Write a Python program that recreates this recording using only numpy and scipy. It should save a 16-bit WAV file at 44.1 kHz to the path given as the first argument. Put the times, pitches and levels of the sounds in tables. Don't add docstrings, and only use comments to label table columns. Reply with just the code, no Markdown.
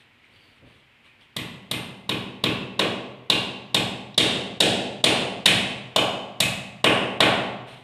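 import sys
import numpy as np
from scipy import signal
from scipy.fft import rfft, irfft
from scipy.io import wavfile
from scipy.ndimage import uniform_filter1d

SR = 44100
rng = np.random.default_rng(int(sys.argv[2]) if len(sys.argv) > 2 else 0)


def file_out(sig):
    cols = np.atleast_2d(sig).T
    lim = np.clip(cols, -1, 1)
    pcm = np.round(lim * 32767).astype(np.int16)
    wavfile.write(sys.argv[1], SR, pcm)


def gain_from_db(level_db):
    decades = np.asarray(level_db, float) / 20
    return 10 ** decades


N = 345655
BLOW_LEN, ROOM_LEN = 16384, 65536

# frequency in Hz, level in dB.
HISS_COLOUR = [(410, -41), (700, -16), (905, -13), (1200, -15), (1360, -13), (1610, -13), (1810, -10.5),
               (2220, -7), (2830, -9.5), (2940, -9.5), (5880, -34), (8000, -34.5), (15000, -43)]
# frequency in Hz, level in dB per Hz.
HUM_COLOUR = [(13, -60), (22, -29), (113, -6), (194, -17.5), (225, -9.5), (280, -14.5), (470, -18),
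              (537, -17), (1200, -36.5), (1560, -58), (2640, -120)]
# frequency in Hz, level in dB.
CLOTH_COLOUR = [(600, -2), (1500, -1), (3200, 4.5), (4200, -2), (4500, -11), (4800, -13.5), (7000, -20),
                (9300, -11.5), (10000, -21), (11400, -23), (12500, -26), (15500, -43)]
# start in seconds, length in seconds, level in dB.
BRUSHES = [
    (-.05, .07, -58.5),
    (.22, .04, -63),
    (.3, 0.29, -63),
    (.65, 0.15, -61.5),
    (1.03, 0.05, -58.5),
    (1.19, .04, -58),
    (7.66, 0.082, -46.5),
    (7.75, 0.1, -58),
]
# start in seconds, length in seconds, level in dB.
BUMPS = [
    (.27, .25, -72),
    (.61, 0.066, -53.5),
    (.7, .1, -67),
    (1.17, 0.039, -71),
]
# start in seconds, length in seconds, level in dB.
RUBS = [
    (0.32, .2, -68),
    (.65, .08, -75),
]

# frequency in Hz, t60 in s, level against direct sound in dB, build-up in ms.
TAIL = [(59, 1.04, 7.5, 20), (117, 1.06, 15.5, 7.8), (260, 0.91, 7, 25), (497, 0.98, 5.5, 26),
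        (980, 0.96, 0, 23), (2200, 0.64, 4, 4.8), (2850, 0.86, 6.5, 18), (3850, 0.59, -6.5, 9.1),
        (5660, 0.7, -4, 2.8), (8150, 0.55, 1.5, 4.2), (10700, 0.48, -3, 5.5), (15000, 0.31, 1, 2.7)]
# delay in ms, thud in dB, crack in dB.
ECHOES = [(0, 9, -4.5), (1.1, 2, 5), (2.858, 5.5, 6), (5.98, 6, 7), (9.44, 0, -25), (23.5, 6, 20),
          (25.3, -22, 4), (28.13, 7, 20), (34.14, -16, 18)]
# frequency in Hz, level in dB.
ECHO_COLOUR = [(100, -9), (500, -1), (2000, -6), (3800, 1.5), (6000, 2), (14000, 6)]
# frequency in Hz, t60 in seconds, level in dB.
ROOM_MODES = [(120.9, 1.35, -28), (130, 3, -43.5), (160.8, 2, -54), (200.4, 1.07, -36.5),
              (214.7, 0.86, -39), (252.4, 1.27, -41.5), (309.8, 0.62, -34), (383, 0.68, -60),
              (450.4, 0.43, -36.5), (484.6, 0.42, -39), (556, 0.98, -50), (647, 0.84, -53)]
STRAY_MS = [2.1, 4, 7.3]

# time in seconds, peak in dB, frequency in Hz.
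TICKS = [
    (0.2202, -41, 2220),
    (0.3594, -42, 3060),
    (1.061, -41, 2550),
    (1.2095, -41, 3280),
    (4.143, -29, 3800),
]

BLOWS = [(1.3643, -13.5, 0.25, 0.3, 0.8), (1.7121, -9.5, 0.29, 0.27, 0.72), (2.0917, -8, 0.2, 0, 0.44),
         (2.4376, -4.5, 0.25, 0, 0.47), (2.792, -6, 0.52, 0.1, 0.08), (3.299, -1, 0.3, 0.27, 0.26),
         (3.7444, -2.5, 0.24, 0.44, 0.4), (4.1771, 5, 0.23, 0.62, 0.08), (4.6031, 4, 0.68, 0.61, 0.11),
         (5.0397, 4, 0.59, 0.6, 0), (5.457, 2.2, 0.42, 0.75, 0.49), (5.9606, -1.5, 0.92, 0.31, 0.22),
         (6.4025, -3, .72, 1, .99), (6.8415, 1.5, 0.87, 0.17, 0.07), (7.2038, 1.5, 0.98, 0.27, 0.17)]
# nail in Hz, nail width in Hz, nail in dB, head in Hz, head in dB.
RINGS = [(1995, 180, 10, 8400, 4.5), (2080, 110, 6, 8900, 13), (2670, 73, 1, 9000, 5.5),
         (2666, 61, 9, 7280, -12), (3350, 180, -2, 9345, -8), (2788, 43, 11.5, 9300, -3),
         (3690, 88, 8.5, 7900, 4), (3660, 210, 5, 10000, 4), (3670, 140, -7, 9300, 1),
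         (2756, 79, 4, 9500, 5.5), (2760, 990, 3.5, 9400, 4.5), (3010, 170, 7, 6800, 5),
         (2560, 28, 13.5, 6700, 2.5), (2920, 710, 6, 8740, 8), (2620, 1800, 3, 8600, 3)]
# frequency in Hz, level in dB per Hz.
CRACK = [(24, -62), (40, -18.5), (114, -11), (151, -4), (209, 1), (242, 0.5), (410, -1), (1030, -2.5),
         (1110, -1), (1260, -8), (2740, 0), (3700, 5), (5810, -14.5), (9340, -15), (15800, -32.5)]
# frequency in Hz, level in dB.
PORT = [(3300, -1), (3800, 0), (4100, -2.5), (4600, -3.5), (5600, -0.5)]
# frequency in Hz, level in dB.
LOOSE = [(170, -1.05), (400, 5.9), (680, -4.5), (1050, -0.1), (1900, -5), (3200, 0.37), (4100, 2.5),
         (6500, -5)]
# frequency in Hz, level in dB.
SEATED = [(400, 0.1), (680, 14), (1050, 7.5), (1650, 5.5), (2400, -1.5), (3500, -2), (7500, 2.5),
          (13000, 2.6)]
# frequency in Hz, level in dB.
STEELY = [(170, -5), (400, -10), (680, -1), (1050, -11), (1800, -1), (3200, 0.63), (8500, 15.5), (13000, 2)]
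# frequency in Hz, level in dB.
SKIDDING = [(170, 7.5), (400, -8.5), (680, -3.5), (1200, 1), (2400, -0.5), (4100, -3.5), (9000, -0.8),
            (13000, 11.5)]
# frequency in Hz, level in dB per second of driving.
DEEPER = [(400, 0), (900, 0.32), (1300, 1.28), (1900, 2), (2600, 0.82), (3800, 0.43), (6000, -0.46)]
NAIL_SET_S = [1.3, 3.25]
# time of its blow in seconds, frequency in Hz, level in dB.
PALM = [(2.79, 4030, -2), (3.3, 4000, 3), (4.6, 1120, -9), (3.74, 840, 7.5), (4.6, 2200, -4.5),
        (5.04, 1700, -1.5), (5.46, 1980, 2.5), (6.4, 1600, -5.5), (5.96, 1830, -9), (6.84, 4000, -6),
        (7.2, 1300, 1.5)]


def on_log(hz, points):
    at_hz, value = np.transpose(points)
    return np.interp(np.log(np.maximum(hz, 1)), np.log(at_hz), value)


def causal(gain_db):
    cep = irfft(gain_db * np.log(10) / 20)
    cep[1:len(cep) // 2] *= 2
    cep[len(cep) // 2 + 1:] = 0
    return np.exp(rfft(cep))


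def ring(t, hz, t60_s):
    return np.sin(2 * np.pi * hz * t) * np.exp(-np.log(1000) * t / t60_s)


def noise(points):
    gain = gain_from_db(on_log(np.fft.rfftfreq(N + 1, 1 / SR), points))
    x = irfft(rfft(rng.standard_normal(N + 1)) * gain)[:N]
    return x / x.std()


def swells(rows):
    swell_s, fade_s = 0.025, 0.032
    t = np.arange(N) / SR
    gain = np.zeros(N)
    for start_s, length_s, db in rows:
        rise = np.clip((t - start_s) / swell_s, 0, 1)
        gain += gain_from_db(db) * rise * np.exp(-np.maximum(t - start_s - length_s, 0) / fade_s)
    return gain


def room_tone():
    hiss_db, hum_db = -59, -64.5
    return noise(HISS_COLOUR) * gain_from_db(hiss_db) + noise(HUM_COLOUR) * (gain_from_db(hum_db) + swells(BUMPS))


def rustle():
    rub_hz, rub_width_hz = 4560, 800
    grain = gain_from_db(0.92 * uniform_filter1d(rng.standard_normal(N), size=200) * np.sqrt(200))
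    rub_colour = [(rub_hz - rub_width_hz, -30), (rub_hz, 0), (rub_hz + rub_width_hz, -30)]
    return grain * (noise(CLOTH_COLOUR) * swells(BRUSHES) + noise(rub_colour) * swells(RUBS))


def arrivals(hz):
    wall_loss_db = 2.94
    high = np.clip(np.log2(np.maximum(hz, 1) / 1100), 0, 1)
    clicks = 0
    for ms, thud_db, crack_db in ECHOES:
        db = thud_db + high * (crack_db - thud_db) - wall_loss_db * ms * hz / 10000
        delay_s = int(ms * SR / 1000) / SR
        clicks = clicks + gain_from_db(db) * np.exp(-2j * np.pi * hz * delay_s)
    return clicks * causal(on_log(hz, ECHO_COLOUR))


def diffuse_tail(t, hz):
    white, rows = rfft(rng.standard_normal(ROOM_LEN)), np.array(TAIL)
    out = np.zeros(ROOM_LEN)
    for centre_hz in 40 * 2 ** (np.arange(18) / 2):
        share = np.clip(1 - 2 * abs(np.log2(np.maximum(hz, 1) / centre_hz)), 0, 1)
        t60_s, db, rise_ms = (on_log(centre_hz, rows[:, [0, k]]) for k in range(1, 4))
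        envelope = gain_from_db(db - 20 - 60 * t / t60_s) * (1 - np.exp(-t * 1000 / rise_ms))
        out += irfft(white * share) * envelope
    return out


def room(early):
    early_db, stray_db = 3.5, 7.5
    t, hz = np.arange(ROOM_LEN) / SR, np.fft.rfftfreq(ROOM_LEN, 1 / SR)
    out = diffuse_tail(t, hz)
    if early:
        out += sum(gain_from_db(db) * ring(t, mode_hz, t60_s) for mode_hz, t60_s, db in ROOM_MODES)
        first = irfft(arrivals(hz)) * gain_from_db(early_db)
        out[:ROOM_LEN // 2] += first[:ROOM_LEN // 2]
    else:
        out[(np.array(STRAY_MS) * SR / 1000).astype(int)] += gain_from_db(stray_db)
    return out


def ticks():
    t60_s, rise_s = 0.0046, 0.00075
    out, t = np.zeros(N), np.arange(1024) / SR
    for s, db, hz in TICKS:
        at = int(s * SR)
        modes = ring(t, hz, t60_s) + 0.25 * ring(t, 1.4 * hz, t60_s)
        out[at:at + len(t)] += gain_from_db(db + 4) * modes * np.tanh(t / rise_s)
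    return out


def contact(rough):
    decay_s, lag_s, evenness = 0.0018, 0.00057, 0.93
    t, hz = np.arange(len(rough)) / SR, np.fft.rfftfreq(len(rough), 1 / SR)
    late = np.maximum(t - lag_s, 0) / decay_s
    burst = rfft(rough * late * np.exp(-late * 2))
    size = abs(burst) / np.mean(abs(burst)) + 0.0092
    chatter = np.clip(hz / 2500, 0, 1)
    phase = chatter * np.unwrap(np.angle(burst))
    x = irfft(size ** (chatter * (1 - evenness)) * np.exp(1j * phase))
    return x * np.exp(-(t / 0.008) ** 4)


def landing_db(hz, blow):
    palm_octaves = 0.26
    s, _, seated, steely, skid = blow
    db = on_log(hz, LOOSE) + seated * on_log(hz, SEATED)
    db += steely * on_log(hz, STEELY) + skid * on_log(hz, SKIDDING)
    driven_s = s - max(set_s for set_s in NAIL_SET_S if set_s < s)
    db += driven_s * on_log(hz, DEEPER)
    for palm_s, palm_hz, palm_db in PALM:
        if abs(palm_s - s) < 0.1:
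            octaves = np.log2(np.maximum(hz, 1) / palm_hz)
            db += palm_db * np.exp(-(octaves / palm_octaves) ** 2)
    return db


def peak_db(hz, centre_hz, width_hz, db):
    return max(db, 0) / (1 + ((hz - centre_hz) / (width_hz / 2)) ** 2)


def steel_db(hz, rings, force_db):
    nail_hz, nail_width_hz, nail_db, head_hz, head_db = rings
    cheek_db = 1.8 + 0.6 * head_db - 0.35 * force_db
    nail = peak_db(hz, nail_hz, nail_width_hz, nail_db)
    head = peak_db(hz, head_hz, 600, head_db)
    return nail + head + peak_db(hz, 11580, 500, cheek_db)


def hammer():
    out, hz = np.zeros((2, N + BLOW_LEN)), np.fft.rfftfreq(BLOW_LEN, 1 / SR)
    rough, turns = rng.standard_normal((len(BLOWS), 2048)), rng.random(len(BLOWS))
    fade = np.hanning(2 * BLOW_LEN)[BLOW_LEN:]
    for k, blow in enumerate(BLOWS):
        s, force_db = blow[:2]
        colour_db = on_log(hz, CRACK) + on_log(hz, PORT)
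        colour_db += landing_db(hz, blow) + steel_db(hz, RINGS[k], force_db)
        hit = -irfft(rfft(contact(rough[k]), BLOW_LEN) * causal(colour_db)) * fade
        at = int((s - 0.0005) * SR)
        shares = np.array([[1], [1.81 * turns[k] - 0.7]])
        out[:, at:at + BLOW_LEN] += hit * gain_from_db(force_db + 10) * shares
    return out[:, :N]


def scene():
    blows, stray = hammer()
    heard = signal.fftconvolve(blows + gain_from_db(-7) * ticks(), room(True))
    heard += signal.fftconvolve(stray, room(False))
    return (heard[:N] + room_tone() + rustle())[None]


def top_cut(x):
    return signal.sosfilt(signal.butter(12, 16830, fs=SR, output="sos"), x)


def record(dry):
    limit_db, dip_per_db, headroom, top_hz = -2.5, 1, 1.15, 15500
    t, gain_db = np.arange(N) / SR, np.zeros(N)
    for s, force_db, *_ in BLOWS:
        dip_db = dip_per_db * max(force_db - limit_db, 0)
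        fall = np.clip((t - s + 0.026) / 0.012, 0, 1)
        recovery = np.exp(-np.maximum(t - s, 0) / 0.12)
        gain_db = np.minimum(gain_db, -dip_db * fall * recovery)
    rounded = headroom * np.tanh(dry * gain_from_db(gain_db) / headroom)
    top = signal.ellip(7, 0.3, 22, top_hz, fs=SR, output="sos")
    return top_cut(signal.sosfilt(top, rounded))


dry = scene()
out = record(dry)
file_out(out)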